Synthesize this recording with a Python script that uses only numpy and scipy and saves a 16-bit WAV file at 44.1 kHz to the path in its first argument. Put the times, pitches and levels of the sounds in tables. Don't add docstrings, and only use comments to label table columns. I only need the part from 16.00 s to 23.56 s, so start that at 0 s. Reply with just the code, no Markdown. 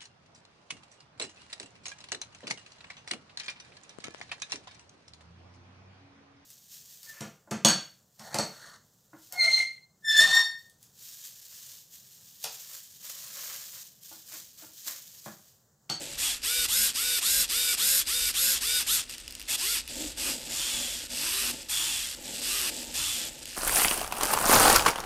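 import sys
import numpy as np
from scipy import signal
from scipy.fft import rfft, irfft, next_fast_len
from scipy.io import wavfile
from scipy.ndimage import uniform_filter1d, map_coordinates

SR = 44100
rng = np.random.default_rng(int(sys.argv[2]) if len(sys.argv) > 2 else 0)


def persist_wave(psi):
    counts = np.round(np.clip(psi, -1, 1) * 32767).astype(np.int16)
    wavfile.write(sys.argv[1], SR, np.atleast_2d(counts).T)


N = 333396

# start t/s, length t/s, braking t/s, direction (1 forward, 0 backward),
# level/dB before the gain for speed
SWINGS = [(.418, .259, 0.034, 0, -27), (0.669, 0.26, 0.064, 1, -27), (0.933, 0.28, 0.038, 0, -27),
          (1.199, 0.27, 0.048, 1, -27), (1.479, .288, 0.039, 0, -26.5), (1.761, 0.28, .048, 1, -26.5),
          (2.053, .276, .042, 0, -27), (2.328, .284, .09, 1, -27), (2.596, .26, .07, 0, -27),
          (2.853, 0.19, 0.096, 1, -26.5)]
# start t/s, speeding up t/s, slowing down t/s, top speed f/Hz, last speed f/Hz,
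# direction (1 forward, 0 backward), level/dB before the gain for speed
SLOW_MOVES = [(.165, 0.096, 0.12, 112.4, 43.98, 1, -25), (3.47, .074, .012, 112, 110.2, 1, -24.5),
              (3.562, 0.17, 0.085, 177.9, 44.8, 0, -27), (4.158, .125, .08, 134.8, 54.95, 0, -28.5),
              (4.478, 0.15, 0.44, 126, 56.05, 1, -28.5), (5.085, .315, 0.11, 148.7, 128.8, 0, -27.5),
              (5.678, .05, 0.42, 136.8, 58, 1, -27), (6.395, 0.16, 0.14, 152.5, 119.2, 0, -27.5),
              (6.925, .07, .29, 120.2, 64.02, 1, -27)]
# start t/s, length t/s, motor speed f/Hz, mean level/dB
CHATTER = [(0, 0.16, 43.53, -39), (3.082, 0.067, 40, -37), (3.174, 0.042, 40.44, -42.5),
           (3.27, 0.039, 40.44, -55), (3.32, .1, 40.06, -46), (3.867, 0.26, 47.9, -38.5),
           (4.361, 0.12, 61.9, -40.5), (5.508, 0.12, 52.77, -40), (6.225, 0.1023, 49.86, -39.5),
           (6.321, 0.082, 65.3, -35), (6.699, 0.14, 52.9, -38), (6.859, 0.074, 49.7, -42),
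           (7.409, .022, 40.9, -38), (7.454, 0.12, 40.9, -38.5)]
# f/Hz, relative level/dB
RATTLE_COLOUR = [(60, -33), (300, -10.5), (700, -16), (1100, -12.5), (1700, -2), (2500, -2.5), (4000, 5),
                 (5500, 6.5), (7000, 2.5), (9500, 7), (10700, 4.5), (13500, 4.5), (14300, 3), (15500, -1.5)]
# f/Hz, width f/Hz, forward level/dB, backward level/dB,
# level/dB added when labouring at part speed forward, the same backward
CASE_MODES = [(1436.8, 1600, -28, -28, 10.5, 14), (2747, 630, -16.5, -14.5, 4, 4),
              (3460, 190, -18.5, -19, 7, 1), (4860, 490, -24, -14.5, -8, -1),
              (7100, 730, -11.5, -23, 0.5, -3), (8375, 2050, -5.5, -5.5, -1, -1),
              (11480, 770, -4, -7, -9.5, 0.5)]
WHINE_CYCLES = [3, 8, 16, 22, 24, 30, 32, 38, 42, 48, 54, 60, 72, 78, 80, 102, 120]
WHINE_FORWARD_DB = [-29.5, -27.5, -36.5, -25.5, -19, -35, -23.5, -28.5, -34, -38, -23.5, -16, -15, -9,
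                    -13.5, -9.5, -28]
WHINE_BACKWARD_DB = [-45, -25, -41, -42, -17.5, -39, -41, -17, -48, -21.5, -43, -10, -36, -19, -8, -38, -9]
# t/s, relative level/dB
TICKS = [(3.096, -22), (3.1817, -21.5), (3.2017, -26), (3.2792, -20), (3.308, -23.5), (3.3241, -24),
         (3.352, -20.5), (3.3976, -22), (3.4054, -25), (3.4154, -22), (3.426, -24), (3.8777, -18.5),
         (7.456, -19)]
# start t/s, speeding up t/s, slowing down t/s, nominal top speed f/Hz, nominal top level/dB
TILT_MOVES = [(-.06, .09, .17, 64, -47.5), (3.88, .155, 0.093, 124, -44),
              (4.155, 0.037, 0.096, 100.3, -46.5), (4.2, .1, .15, 106.6, -44.5),
              (4.38, .12, .14, 68, -48.5), (4.63, .15, .28, 75.9, -48.5), (5.07, .06, .24, 56, -50),
              (5.39, .13, .14, 114, -47.5), (5.68, .22, .2, 57.7, -58), (6.135, .17, 0.29, 76.2, -47.5),
              (6.55, 0.21, 0.28, 99.56, -46.5), (7.11, 0.061, 0.4, 66.17, -50.5)]
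# f/Hz, width f/Hz, relative level/dB
BRACKET_MODES = [(134, 39, -9), (241.5, 7, 5), (315, 48, -3.5), (449, 82, -7.5), (545, 84, -3),
                 (905, 85, -10)]
# f/Hz, relative level/dB
HISS_COLOUR = [(300, -24), (1100, -12.5), (2700, 1), (3400, 4), (5000, 0), (6300, 3.5), (7800, 10),
               (9700, -4.5), (11300, 1.5), (13000, -5), (15500, -8)]
# f/Hz, 60 dB decay t/s
ROOM_DECAY = [(200, 0.43), (2000, 0.2), (12000, 0.12)]
# f/Hz, relative level/dB
FLOOR_COLOUR = [(15, -1), (45, 7), (65, -4), (95, -16), (250, -1.5), (700, -17), (3000, -8.5),
                (15000, -42.5)]

TEETH, REDUCTION = 8, 3
FORWARD_HZ, BACKWARD_HZ, SPIN_UP_S = 202.36, 193.25, .03
SAG_HZ_PER_S = 48
REVERSAL_HZ = 49
RACING_DB, RACING_FROM_HZ = 2.5, 156
BRAKE_DB, BRAKE_SWELL_S = 1, 0.062
BREAKAWAY_HZ, SLOWING_POWER = 53.93, 1.35
IDLE_HZ, IDLE_DB = 40, -47
CHATTER_WAVER_DB = 0.55
KNEE_HZ, KNEE_POWER = 102.6, 3.93
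ATTACK_S, RELEASE_S = .02, .014
SING_FROM_HZ, SING_DB_PER_OCTAVE = 228, 20
CREEP_RING_HZ, CREEP_WIDTH_HZ, CREEP_DB = 4900, 680, -13
CREEP_SPEED_HZ, CREEP_RANGE_HZ = 95, 32
TILT_IDLE_HZ, TILT_IDLE_DB = 41.93, -65
TILT_SWELL_DB = 10
TOP_HZ = 15550


def roll_servo(speed, level_db, forward):
    def flank(forward_db, backward_db):
        return backward_db + forward * (forward_db - backward_db)

    octaves = np.log2(speed / 150)
    run_up = acceleration(speed, full=1500)
    throttled = np.clip((178 - speed) / 40, 0, 1) * (1 - .75 * run_up)
    turns = shaft(speed, flutter=.002 + .045 * throttled)
    labour = throttled * np.clip((speed - 70) / 55, 0, 1)
    kicks = amp(np.clip(.5 - 2.3 * octaves, 0, 4) * wobble(260))

    def contact():
        return steady(teeth(turns, scatter_db=3.0, sharpness=3.2, worn=0.52) * kicks)

    rattle = amp(-1.5) * coloured(contact(), RATTLE_COLOUR)
    for hz, width, forward_db, backward_db, *labour_db in CASE_MODES:
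        ring_db = flank(forward_db, backward_db) + flank(*labour_db) * labour
        rattle += amp(ring_db) * unit(ringing(contact(), hz, width))
    creep = (1 - forward) * np.exp(-((speed - CREEP_SPEED_HZ) / CREEP_RANGE_HZ) ** 2)
    rattle += amp(CREEP_DB) * creep * unit(ringing(contact(), CREEP_RING_HZ, CREEP_WIDTH_HZ))
    top = filtered(rattle, lambda f: 1 / (1 + (8500 / (f + 1)) ** 6))
    rattle += (amp(np.minimum(level_db + 22.0, 0)) - 1) * top

    whine = gear_lines(turns, map(flank, WHINE_FORWARD_DB, WHINE_BACKWARD_DB))
    low = filtered(whine, lambda f: 1 / (1 + (f / 560) ** 8))
    highest = filtered(whine, lambda f: 1 / (1 + (4200 / (f + 1)) ** 12))
    sing = amp(SING_DB_PER_OCTAVE * np.minimum(np.log2(speed / SING_FROM_HZ), 0))
    high = whine - low + (sing - 1) * highest
    low_db = -3 + flank(1.3, 6.2) * throttled + 9.9 * np.minimum(octaves + 0.59, 0)
    high_db = 1.5 - 6.9 * throttled + flank(6.6, 16) * np.minimum(octaves, 0)
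    whine = amp(low_db) * low + amp(high_db) * high
    return amp(level_db) * (rattle + whine + forward * squeal(speed))


def roll_motion():
    t = np.arange(N) / SR
    speed, gain, forward = np.full(N, 1. * IDLE_HZ), np.full(N, amp(IDLE_DB)), np.zeros(N)

    def add(span, hz, loudness, direction):
        speed[span] = np.maximum(speed[span], hz)
        gain[span] = np.maximum(gain[span], loudness)
        forward[span] = direction > .5

    for start, length, braking, direction, db in SWINGS:
        span = (t > start) & (t < start + length)
        u = t[span] - start
        top_hz = FORWARD_HZ if direction > .5 else BACKWARD_HZ - SAG_HZ_PER_S * u
        hz = top_hz * (1 - np.exp(-u / SPIN_UP_S)) * glide(u, length - braking, braking, 1, 1, 0)
        if direction > .5:
            extra_db = RACING_DB * np.clip((hz - RACING_FROM_HZ) / (FORWARD_HZ - RACING_FROM_HZ), 0, 1)
        else:
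            extra_db = BRAKE_DB * np.exp(-((u - length + braking) / BRAKE_SWELL_S) ** 2)
        add(span, hz, gear_gain(np.maximum(hz, REVERSAL_HZ)) * amp(db + extra_db), direction)
    for start, length, hz, db in CHATTER:
        span = (t > start) & (t < start + length + RELEASE_S)
        waver_db = CHATTER_WAVER_DB * wobble(40)[span]
        add(span, hz, amp(db + waver_db) * gate(t[span] - start, length), 0)
    for start, rise, fall, top_hz, last_hz, direction, db in SLOW_MOVES:
        span = (t > start) & (t < start + rise + fall + RELEASE_S)
        u = t[span] - start
        hz = glide(u, rise, fall, BREAKAWAY_HZ, top_hz, last_hz)
        on = gate(u, rise + fall)
        add(span, hz * np.sqrt(on), gear_gain(hz) * amp(db) * on, direction)
    return speed, 20 * np.log10(gain), uniform_filter1d(forward, size=600)


def gear_gain(speed):
    return 1 / np.sqrt(1 + (KNEE_HZ / (speed + 1)) ** KNEE_POWER)


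def steady(x):
    shared = x / np.sqrt(np.abs(uniform_filter1d(x ** 2, size=500)) + 1e-9)
    return np.tanh(shared / 2.2)


def gear_lines(turns, levels_db):
    out = np.zeros(N)
    for cycles, db in zip(WHINE_CYCLES, levels_db):
        phase = 2 * np.pi * cycles * turns / REDUCTION + 0.22 * wobble(150)
        out += amp(db + 2.94 * wobble(30)) * np.sin(phase)
    return out


def squeal(speed):
    run_up = acceleration(speed, full=700)
    turns = shaft(speed, flutter=.025 - .023 * run_up)

    def mesh(orders):
        return sum(np.sin(2 * np.pi * order * turns) for order in orders)

    fast = run_up * np.clip((speed - 110) / 35, 0, 1)
    sweep = fast * ringing(mesh((20, 24)), 3550, 1300)
    crawl = np.clip((150 - speed) / 20, 0, 1) * np.clip((speed - 50) / 25, 0, 1) * (1 - run_up)
    squeak = crawl * ringing(mesh((24, 26, 30, 34, 40, 48)), 3320, 480)
    return amp(-6) * (sweep + squeak)


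def backlash():
    t = np.arange(SR // 20) / SR
    out = np.zeros(N + SR)
    for start, db in TICKS:
        crack = amp(-60 * t / 0.01) * rng.standard_normal(len(t))
        ring = np.zeros(len(t))
        for hz, t60 in [(2850, 0.0087), (4900, 0.0085)]:
            ring += amp(-60 * t / t60) * np.sin(2 * np.pi * hz * t) * rng.uniform(0.33, 1)
        out[round(start * SR):][:len(t)] += amp(db - 7.0) * (crack + 0.8 * ring)
    return ringing(out[:N], 5000, 13000)


def tilt_servo(speed, level_db):
    turns = shaft(speed, flutter=.03)
    contact = teeth(turns, scatter_db=2, sharpness=6.5, worn=0.38)

    def bracket(f):
        return sum((-1) ** k * amp(db) * resonance(f, hz, width)
                   for k, (hz, width, db) in enumerate(BRACKET_MODES))

    growl = amp(0.5) * unit(filtered(contact, bracket))
    mesh = 2 * np.pi * turns * TEETH / REDUCTION
    hum_db = np.clip(22 * np.log2(speed / 115), -14, 2) + 4.5 * wobble(60)
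    hum = amp(hum_db) * (np.sin(mesh) + 0.14 * np.sin(2 * mesh))
    hiss_db = -44 + 1.1 * (level_db + 49.5)
    hiss = amp(hiss_db) * coloured(contact * amp(1.9 * wobble(110)), HISS_COLOUR)
    return amp(level_db) * (growl + hum) + hiss


def tilt_motion():
    t = np.arange(N) / SR
    speed, gain = np.full(N, 1. * TILT_IDLE_HZ), np.full(N, amp(TILT_IDLE_DB))
    for start, rise, fall, top_hz, db in TILT_MOVES:
        span = (t > start) & (t < start + rise + fall + RELEASE_S)
        u = t[span] - start
        arch = glide(u, rise, fall, 0, 0.98, 0)
        loudness = amp(db + TILT_SWELL_DB * (arch - 1)) * gate(u, rise + fall)
        speed[span] = np.maximum(speed[span], TILT_IDLE_HZ + (top_hz - TILT_IDLE_HZ) * arch)
        gain[span] = np.maximum(gain[span], loudness)
    return speed, 20 * np.log10(gain)


def shaft(speed, flutter):
    return np.cumsum(speed * (1 + flutter * wobble(120))) / SR


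def acceleration(speed, full):
    return np.clip(np.gradient(uniform_filter1d(speed, size=900)) * SR / full, 0, 1)


def teeth(turns, scatter_db, sharpness, worn):
    count, phase = np.divmod(turns * TEETH, 1)
    force = amp(scatter_db * rng.standard_normal(N))[count.astype(int)]
    marks = rng.standard_normal(size=600)
    wear = map_coordinates(marks, [turns / REDUCTION % 1 * len(marks)], mode='grid-wrap')
    return unit(force * np.exp(-sharpness * phase) * (rng.standard_normal(N) + worn * wear))


def glide(t, rise, fall, first_hz, top_hz, last_hz):
    up = np.sin(np.pi / 2 * np.clip(t / rise, 0, 1))
    down = np.clip((t - rise) / fall, 0, 1) ** SLOWING_POWER
    return first_hz + (top_hz - first_hz) * up + (last_hz - top_hz) * down


def gate(t, length):
    return np.clip(t / ATTACK_S, 0, 1) * np.clip(1 - (t - length) / RELEASE_S, 0, 1)


def room(x):
    hz, t, z = signal.stft(rng.standard_normal(SR // 2), SR, nperseg=256)
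    decay = amp(-60 * t / along(ROOM_DECAY, hz)[:, None])
    tail = signal.istft(z * decay, SR, nperseg=256)[1]
    return signal.fftconvolve(x, np.pad(tail, (SR // 200, 0)) / np.linalg.norm(tail))[:N]


def floor(roll_db):
    hush = amp(-57) * coloured(rng.standard_normal(N), FLOOR_COLOUR)
    rumble = unit(ringing(rng.standard_normal(N), 49.0, 36.0))
    rumble_db = -51.5 + 0.16 * np.maximum(roll_db, -42) + 2.9 * wobble(5.7)
    return hush + amp(rumble_db) * rumble


def amp(db):
    return 10 ** (np.asarray(db) / 20)


def unit(x):
    return x / np.sqrt(np.mean(x ** 2) + 1e-20)


def along(points, hz):
    f, v = np.transpose(points)
    return np.interp(np.log(hz + 1), np.log(f + 1), v)


def wobble(rate):
    knots = rng.standard_normal(int(N * rate / SR) + 4)
    return map_coordinates(knots, [np.arange(N) * rate / SR])


def filtered(x, response):
    m = next_fast_len(N + SR // 2)
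    return irfft(rfft(x, m) * response(np.fft.rfftfreq(m, 1 / SR)), m)[..., :N]


def coloured(x, spectrum):
    return unit(filtered(x, lambda f: amp(along(spectrum, f))))


def resonance(f, hz, width):
    return 1j * f * width / (hz * hz - f * f + 1j * f * width)


def ringing(x, hz, width):
    return filtered(x, lambda f: resonance(f, hz, width) ** 2)


def scene():
    speed, level_db, forward = roll_motion()
    servos = roll_servo(speed, level_db, forward) + backlash() + tilt_servo(*tilt_motion())
    mono = servos + amp(-15) * room(servos) + floor(level_db)
    return np.array([mono, mono])


def record(dry):
    return filtered(dry, lambda hz: hz < TOP_HZ)


dry = scene()
out = record(dry)
persist_wave(out)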